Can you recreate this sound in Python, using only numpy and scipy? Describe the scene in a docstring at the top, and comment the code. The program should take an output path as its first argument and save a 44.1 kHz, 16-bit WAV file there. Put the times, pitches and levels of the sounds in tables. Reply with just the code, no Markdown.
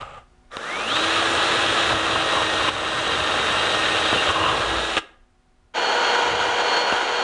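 """A drill bit scrapes into place in a small workshop, over room air and the hum of two far machines.
The cordless drill spins up, bores into wood through a steel rail and is braked to a stop: noise grains ring
housing, board, rail and bench under a motor whine of sines, and short noise bursts make the jolts.
After a quiet pause a hand-held blower, already at speed, clears the chips: shaped noise for its jet, roar
and wind, sines for its rotor and blades. Decaying noise gives the echo of the walls."""
import sys
import numpy as np
from scipy import signal
from scipy.fft import rfft, irfft, next_fast_len
from scipy.io import wavfile

SR = 44100
rng = np.random.default_rng(int(sys.argv[2]) if len(sys.argv) > 2 else 0)


def unload_wav(signal):
    """Save mono or channel-first audio to the path in sys.argv[1] as 16-bit WAV at rate SR, clipped to [-1, 1]."""
    wavfile.write(
        sys.argv[1],
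        SR,
        np.round(np.clip(np.atleast_2d(signal).T, -1, 1) * 32767).astype(np.int16),
    )


def volts(x):
    """Linear amplitude factor 10**(x/20) for a level x in dB, scalar or array-like."""
    e = np.asarray(x, float) / 20
    return 10 ** e


N = 319007  # samples
TIME = np.arange(N) / SR  # s


def rms_one(x):
    """Scale to unit rms."""
    return x / np.sqrt(np.mean(x ** 2) + 1e-20)


def peak_one(x):
    """Scale to unit peak."""
    return x / np.max(np.abs(x))


def in_time(rows):
    """Draw a curve through (s, value) points, at every sample."""
    return np.interp(TIME, *np.transpose(rows))


def ramp(start_s, rise_s):
    """Rise from 0 to 1 in a straight line."""
    return np.clip((TIME - start_s) / rise_s, 0, 1)


def swells(s, length_s, heights):
    """Sum bell-shaped swells; each falls to 1/e at its length from the centre."""
    return sum(h * np.exp(-((TIME - at) / wide) ** 2) for at, wide, h in zip(s, length_s, heights))


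def drift(rate_hz):
    """Slow random wander of rms 1: noise through two equal low-pass poles, at one point per 40 samples."""
    r = np.exp(-80 * np.pi * rate_hz / SR)
    noise = rng.standard_normal(N // 40 + 4002)
    slow = signal.lfilter([1], [1, -2 * r, r * r], noise)[4000:]  # skip the settling
    return np.interp(np.arange(N) / 40, np.arange(len(slow)), rms_one(slow))


def grains(per_s, spread_db, smooth):
    """Random contacts of uneven size on a bed of smooth noise."""
    sizes = volts(spread_db * np.minimum(rng.exponential(1, N), 5)) * rng.choice([-1, 1], N)
    contacts = sizes * (rng.random(N) < per_s / SR)
    return rms_one(contacts) + smooth * rng.standard_normal(N)


def coloured(x, spectrum):
    """Give a steady sound a spectrum of (Hz, dB) points, steeply closed outside it; rms 1."""
    hz, db = np.transpose(spectrum)
    size = next_fast_len(N)
    log_hz = np.log(np.arange(size // 2 + 1) * SR / size + 1)
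    gain = volts(np.interp(log_hz, np.log(hz), db, left=-90, right=-90))
    return rms_one(irfft(rfft(x, size) * gain, size)[:N])


def resonate(x, modes):
    """Ring (Hz, width Hz, dB) resonances in parallel, signs alternating."""
    out = 0
    for k, (hz, width_hz, db) in enumerate(modes):
        r = np.exp(-np.pi * width_hz / SR)
        top = [(1 - r * r) / 2, 0, (r * r - 1) / 2]
        bottom = [1, -2 * r * np.cos(2 * np.pi * hz / SR), r * r]
        out = out + (-1) ** k * volts(db) * signal.lfilter(top, bottom, x + 1e-18)
    return out


def tone(hz, waver_db):
    """A sine of rms 1 before its level wavers, following a pitch from a random phase."""
    turns = np.cumsum(hz + 0 * TIME) / SR + rng.random()
    return np.sqrt(2) * volts(waver_db * drift(19)) * np.sin(2 * np.pi * turns)


# Spectrum of the room air. Each row: frequency in Hz, relative level in dB.
ROOM_AIR = [(20, -3.5), (40, -7), (120, -22.5), (300, -30), (1200, -33.5), (3000, -42), (10500, -51.5)]
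# Hum of the far machines once the trigger is pulled. Each row: pitch in Hz, level in dB.
HUM = [(247.6, -72.5), (360.7, -75.5), (748.3, -76), (1427, -83)]


def workshop():
    """Room air as shaped noise, and far machines as steady tones whose level wavers."""
    air = volts(-58) * coloured(rng.standard_normal(N), ROOM_AIR)
    hum = sum(volts(db) * tone(hz, 1.7) for hz, db in HUM)
    early_db = 4 * (TIME < 0.504)  # a little louder before the trigger
    return (air + hum) * volts(early_db)


def walls(x):
    """Dense reflections that set in after a few ms and die away, the treble sooner."""
    low_t60_s, treble_t60_s, split_hz = 0.45, 0.36, 2000
    after = np.arange(SR // 2) / SR
    decay = volts(-60 * after / [[low_t60_s], [treble_t60_s]]) * (after > .006)
    low, high = rng.standard_normal((2, len(after))) * decay
    low = signal.sosfilt(signal.butter(2, [150, split_hz], "band", fs=SR, output="sos"), low)
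    high = signal.sosfilt(signal.butter(2, split_hz, "high", fs=SR, output="sos"), high)
    echoes = low + volts(-1.5) * high
    return signal.fftconvolve(x, echoes / np.sqrt(np.sum(echoes ** 2)))[:N]


# Bench resonances, also under jolts and drill. Each row: pitch in Hz, width in Hz, relative level in dB.
BENCH = [(56, 50, 0.5), (91, 36.4, 8.1), (110.8, 60.5, 2.9)]
# The loose rail under the dragged bit. Each row: pitch in Hz, width in Hz, relative level in dB.
LOOSE_RAIL = [(523, 110, -3.5), (810, 98, -2.5), (1226, 77, 2.5), (2840, 900, -15), (7700, 1000, -34.5)]
# The bit dragged into place. Each row: start in seconds, length in seconds, stroke level in dB.
DRAGS = [(0.0033, 0.02, -41.5), (0.0, 0.18, -41), (0.5, 0.041, -58.5)]


def scrape():
    """Dense small slips of steel on steel, throbbing in the loose rail, rumbling in the bench."""
    dies_db_per_s = 332.5
    slip_s, first_slip_s, swing_db = .041, .021, 1  # the drag sticks and slips
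    stroke = sum(ramp(s, .004) * volts(db - dies_db_per_s * np.clip(TIME - s - length_s, 0, .3))
                 for s, length_s, db in DRAGS)
    throb = volts(swing_db * np.cos(2 * np.pi * (TIME - first_slip_s) / slip_s))
    slips = grains(3000, 2.5, 1.2)
    rail = rms_one(resonate(slips, LOOSE_RAIL) + volts(-42.0) * slips)
    rumble = rms_one(resonate(slips, BENCH))
    return stroke * (throb * rail + volts(-10.5) * rumble)


# Resonances shared by jolts and drill: the plastic housing, the wooden board, the steel rail.
# Each row: pitch in Hz, width in Hz, relative level in dB.
HOUSING = [(1229, 214, 3), (1668, 477, -0.5), (2652, 400, -1), (3187, 365, -1), (3760, 360, -0.5),
           (4330, 910, -14.5)]
BOARD = [(216, 79, -4), (474, 186, -0.5), (623, 88, 0.5), (790, 143, -4)]
RAIL = [(1023, 86, 1.5), (1240, 180, -4), (2830, 140, -9.5)]
# Jolts of the tool: bit set down, trigger, clutch, bit catching, brake, nozzle bump.
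# Each row: start in seconds, crack peak in dB, thud in dB against the crack, share ringing the rail (0-1).
JOLTS = [(.013, -29, -9, .5), (.0205, -26, -12, .4), (.516, -33, -20, .1), (.5685, -13, -10, .4),
         (1.908, -11, -14, .85), (2.158, -11, -11, .9), (2.677, -10, -10, .4), (2.683, -10, -8, .6),
         (2.686, -8, -10, .4), (4.128, -11, 0, .5), (4.158, -16, 3, .2), (4.303, -13, -18, .93),
         (4.968, -6, -9, .05), (4.9755, -9, -20, 0), (4.9785, -8, -20, 0), (6.924, -12, -2, .85)]


def jolts():
    """Each jolt is a short rattle that rings housing and rail, with a thud in board and bench."""
    out, size = np.zeros(N), 4000
    after = np.arange(size) / SR
    push = np.exp(-after / .0002)
    thud = peak_one(resonate(push, BOARD) + volts(-12) * resonate(push, BENCH))
    soft_contact = signal.butter(2, 3200, fs=SR, output="sos")  # plastic and steel meet softly
    for (s, db, thud_db, rail), noise in zip(JOLTS, rng.standard_normal((len(JOLTS), size))):
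        rattle = signal.sosfilt(soft_contact, noise * np.exp(-after / .0005))
        rail = np.clip(rail, 0, 1)
        housing_ring = peak_one(resonate(rattle, HOUSING) + volts(-13) * rattle)
        rail_ring = peak_one(resonate(rattle, RAIL))
        crack = peak_one((1 - rail) * housing_ring + rail * rail_ring)
        at = round(s * SR)
        out[at:at + size] += volts(db) * (crack + volts(thud_db) * thud)
    return out


# Spectra of the air jet and of the roar below it. Each row: frequency in Hz, relative level in dB.
JET = [(1150, -9.5), (1480, -1.5), (1900, -11.5), (2200, -10), (2500, -16.5), (2800, -8), (3200, -6.5),
       (3500, -14.5), (4500, -16.5), (5100, -26), (6400, -23), (6750, -19.5), (7100, -28.5), (7800, -32),
       (10500, -42.5)]
ROAR = [(120, -28), (450, -3), (600, -3), (930, 2.5), (1300, -13)]
# Rotor tones. Each row: multiple of the rotor's turning rate, level in dB against the jet.
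FAN_ORDERS = [(1, -8.5), (2, -11.5), (3, -14.5), (4, -15.5), (5, -14.5), (6, -21), (7, -23), (8, -26),
              (10, -30), (12, -28), (18, -43.5)]
# Air pockets along the rail. Each row: pitch in Hz, width in Hz, relative level in dB.
POCKETS = [(784, 64, 2.5), (940, 110, -4), (1490, 140, -2.5)]
# The nozzle sweeps nearer and further. Each row: time in seconds, gain in dB.
SWEEP = [(5.76, 1), (5.82, 0), (6.15, 2.5), (6.36, 0.1), (6.69, 1.5), (6.9, 0.5), (6.99, -1.5), (7.23, 0)]
# The blade tone swells as the nozzle turns.
# Each row: centre in seconds, length in seconds, level in dB of what is added to the resting tone.
BLADE_SWELLS = [(5.87, 0.065, -35.5), (6.095, 0.088, -36.5), (6.774, .11, -31), (7.24, 0.094, -38)]
# Gusts on the microphone. Each row: peak time in seconds, level in dB of what is added to the resting wind.
GUSTS = [(6.33, -40)]


def blower():
    """A turbulent jet and roar, the rotor's tones, the blade tone, and wind on the microphone."""
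    fan_hz, blades = 482.2, 9
    jet_db, roar_db, pockets_db = -25.5, -25, -29
    blade_rest_db, wind_rest_db = -42.5, -61
    gust_rise_db_per_s, gust_dies_db_per_s = 170, 65
    turning = fan_hz * (1 + 0.000508 * drift(2.7))
    jet = coloured(grains(5000, 2.5, 1.5), JET) * volts(.8 * drift(25))
    roar = coloured(rng.standard_normal(N), ROAR) * volts(0.33 * drift(25))
    rotor = sum(volts(db) * tone(k * turning, .9) for k, db in FAN_ORDERS)
    # the pockets sound on and off under the jet
    pockets = rms_one(sum(volts(8 * drift(3)) * resonate(rng.standard_normal(N), [mode]) for mode in POCKETS))
    s, length_s, db = np.transpose(BLADE_SWELLS)
    blade = (volts(blade_rest_db) + swells(s, length_s, volts(db))) * tone(blades * turning, 0.92)
    gusts = volts(wind_rest_db) + sum(
        volts(db - np.maximum(gust_rise_db_per_s * (s - TIME), gust_dies_db_per_s * (TIME - s))) for s, db in GUSTS)
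    wind = rms_one(resonate(resonate(rng.standard_normal(N), [(81, 45, 0)]), [(70, 130, 0)]))
    swept = volts(jet_db) * (jet + rotor) + volts(roar_db) * roar + volts(pockets_db) * pockets
    fade_in = ramp(5.737, 0.034)
    return fade_in * (volts(in_time(SWEEP)) * swept + blade + gusts * wind)


FULL_SPEED = 334  # shaft turns per s
LOAD_FROM_S, STOP_S = 1.95, 4.981


def gear_rattle(speed):
    """Tooth contacts ring the housing; each mode flickers, the upper ones wake later with speed."""
    teeth = grains(3000, 3.96, 1.5) * volts(0.95 * drift(30))
    out = 0
    for k, mode in enumerate(HOUSING):
        flicker = volts(0.7 * drift(14.5))
        wake = (speed / FULL_SPEED) ** (0.8 * (k > 1))
        out = out + (-1) ** k * flicker * wake * resonate(teeth, [mode])
    return rms_one(out)


def wood_cutting():
    """The flutes cut the board: uneven contacts through its resonances and one broad band."""
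    return rms_one(resonate(resonate(grains(900, 3.1, 1.09), BOARD), [(523, 1620, 0)]))


def rail_chatter():
    """The bit chatters on the steel rail with a restless level."""
    return rms_one(resonate(grains(900, 2.6, 1.3) * volts(1.8 * drift(30)), RAIL))


def bench_shake(speed):
    """The bench rumbles as resonant noise; out of the hole the chuck's wobble shakes it at one pitch."""
    run_free_s, turns_per_wobble = 4.62, 5.85
    rumble = rms_one(resonate(resonate(rng.standard_normal(N), BENCH), [(87.2, 170, 0)]))
    wobble = tone(speed / turns_per_wobble, 1.5)
    return np.where(TIME > run_free_s, 0.45 * rumble + 0.9 * wobble, rumble)


# The top rail mode squeals against the bit.
# Each row: centre in seconds, length in seconds, height in dB.
SQUEALS = [(4.195, .015, -23.5), (4.264, 0.011, -27), (4.385, 0.022, -28), (4.447, .02, -27.5)]


def rail_squeal(eddies):
    """Grainy noise rung twice through the top rail mode, in brief swells."""
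    s, length_s, db = np.transpose(SQUEALS)
    ring = rms_one(resonate(resonate(eddies, RAIL[-1:]), RAIL[-1:]))
    return swells(s, length_s, volts(db)) * ring


# Multiples of the shaft's turning rate that sound in the whine, one number each.
ORDERS_OF_SHAFT = [1, 2, 5, 5.79, 8.87, 10, 12, 13, 15, 20, 21, 25, 26]
# Level of each of these orders at full speed, in the same sequence.
# Each row: dB running light, dB under load, both against the gear level.
WHINE = [(-14, -17), (-17, -14.5), (-12, -19.5), (-16, -12.5), (-37, -13), (-18, -16.5), (-24, -14.5),
         (-26, -28.5), (-30, -27), (-31, -36), (-27.5, -29.5), (-29, -28.5), (-48, -29.5)]
# Pitches at which the brush tone is loudest as it sweeps. Each row: pitch in Hz, width in Hz, boost in dB.
BRUSH_PEAKS = [(2170, 110, 5), (3550, 300, 3)]


def motor_whine(speed):
    """Sines at shaft orders; the starting current makes the brushes sing, the rest comes with speed."""
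    commutator_bars, load_to_s = 12, 4.4
    load = np.clip(np.minimum(TIME - LOAD_FROM_S, load_to_s - TIME) / 0.26, 0, 1)
    slow = np.clip(1 - speed / FULL_SPEED, 0, 1)
    starting = np.tanh(slow / .035) * (TIME < LOAD_FROM_S)
    brush_db = sum(db * np.exp(-((commutator_bars * speed - hz) / width_hz) ** 2)
                   for hz, width_hz, db in BRUSH_PEAKS)
    whine = 0
    for k, (light_db, load_db) in zip(ORDERS_OF_SHAFT, WHINE):
        if k == commutator_bars:
            spin_up_db = (16.5 + brush_db) * starting
        elif commutator_bars < k < 16:
            spin_up_db = 9 * starting
        else:
            spin_up_db = -17 * slow
        level = volts(light_db + load * (load_db - light_db) + spin_up_db)
        whine = whine + level * tone(k * speed, 2.2 - 1.7 * starting)
    return whine


# Moments when the work noise changes: wood, chatter and bench swell or sink.
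# Each row: centre in seconds, length in seconds, change in dB of wood, of chatter, of bench.
WORK_CHANGES = [(1.1, 0.16, -1.5, 1.5, -3), (1.94, 0.04, 2.5, 4, 11), (2.17, 0.077, 0.5, 3.5, 5),
                (2.377, 0.051, 1.5, 11, 3.5), (2.707, 0.12, 1.5, 4, 5), (3.214, 0.62, 0.7, 3.5, 4.5),
                (4.14, 0.036, 3.5, -9, 9), (4.293, 0.017, 1.5, 10, 8.5), (4.472, 0.15, 4.5, 15.5, 10),
                (4.75, 0.1, 2.7, 2, 11.5)]
# After a hard catch the level dips and recovers. # Each row: start in seconds, dip in dB.
LEVEL_DIPS = [(1.93, 2.5), (2.19, 0.5), (2.43, 1), (2.694, 6.5), (4.317, 3.5)]


def work_levels(speed):
    """Levels in dB of gears, wood, chatter and bench, from speed, changes, dips, backing out and brake."""
    speed_db = 20 * np.log10(speed / FULL_SPEED)
    s, length_s, *changes = np.transpose(WORK_CHANGES)
    wood, chatter, bench = (swells(s, length_s, db) for db in changes)
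    fall_s, return_s = 0.0067, 0.34
    dips = sum(db * ramp(s, fall_s) * np.exp(-np.maximum(TIME - s, 0) / return_s) for s, db in LEVEL_DIPS)
    # drawn out of the hole the work grows quieter, from 4.24 s at 5.5 dB per s
    shared = -5.5 * np.maximum(TIME - 4.24, 0) - dips
    brake_s = 0.018  # the brake grips just before the stop
    brake = ramp(STOP_S - brake_s, brake_s)
    # level in dB at full speed, then the power of the speed it grows with
    return (-22 + 1.37 * speed_db + shared + 7.5 * brake,
            -27 + 1.42 * speed_db + shared + wood + 5.5 * brake,
            -33 + 2 * speed_db + shared + chatter,
            -41 + 2.8 * speed_db + shared + bench)


# Spectrum of the motor's cooling air. Each row: frequency in Hz, relative level in dB.
COOLING_AIR = [(4000, -29.5), (4400, -6), (5600, -0.5), (7000, -4.5), (10500, -10.5)]
# The motor shaft before it hunts. Each row: time in seconds, turns per second.
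SPEED = [(0.56, 98.0), (0.62, 137.0), (0.73, 179.0), (0.86, 220.5), (0.96, 312.0), (1.05, 326.4),
         (1.25, 334.4), (1.87, 334.0), (1.95, 322.1), (2.1, 328.2), (2.2, 320.0), (2.29, 324.8),
         (2.44, 318.8), (2.53, 322.7), (2.72, 311.6), (2.96, 321.1), (3.11, 320.0), (3.23, 313.4),
         (3.49, 312.9), (3.62, 319.9), (4.05, 318.5), (4.19, 313.4), (4.36, 324.3), (4.8, 333.9)]


def drill():
    """Gears, whine and cooling air share one level; wood, chatter, bench and squeal join; all die at the stop."""
    speed = in_time(SPEED) * (1 + 0.0012 * drift(17.7))  # the shaft hunts a little
    gear_db, wood_db, chatter_db, bench_db = work_levels(speed)
    stop_dies_s = 0.0085
    gate = ramp(0.504, 0.034) * np.exp(-np.maximum(TIME - STOP_S, 0) / stop_dies_s)
    eddies = grains(6000, 3.3, 1.2)
    air = volts(-15.5) * coloured(eddies, COOLING_AIR)
    motor = volts(-0.28) * gear_rattle(speed) + motor_whine(speed) + air
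    return gate * (volts(gear_db) * motor + volts(wood_db) * wood_cutting() + volts(chatter_db) * rail_chatter()
                   + volts(bench_db) * bench_shake(speed) + rail_squeal(eddies))


def scene():
    """Tools close by, their echo from the walls, the room behind."""
    tools = drill() + jolts() + scrape() + blower()
    return (tools + volts(-18) * walls(tools) + workshop())[None]


def band_limit(x):
    """A steep low-pass at the top of the band."""
    return signal.sosfilt(signal.butter(12, 10900, fs=SR, output="sos"), x)


def record(dry):
    """A steep elliptic low-pass cuts the top."""
    mix = signal.sosfilt(signal.ellip(10, .3, 65, 10150, fs=SR, output="sos"), dry)
    return band_limit(mix)


dry = scene()
out = record(dry)
unload_wav(out)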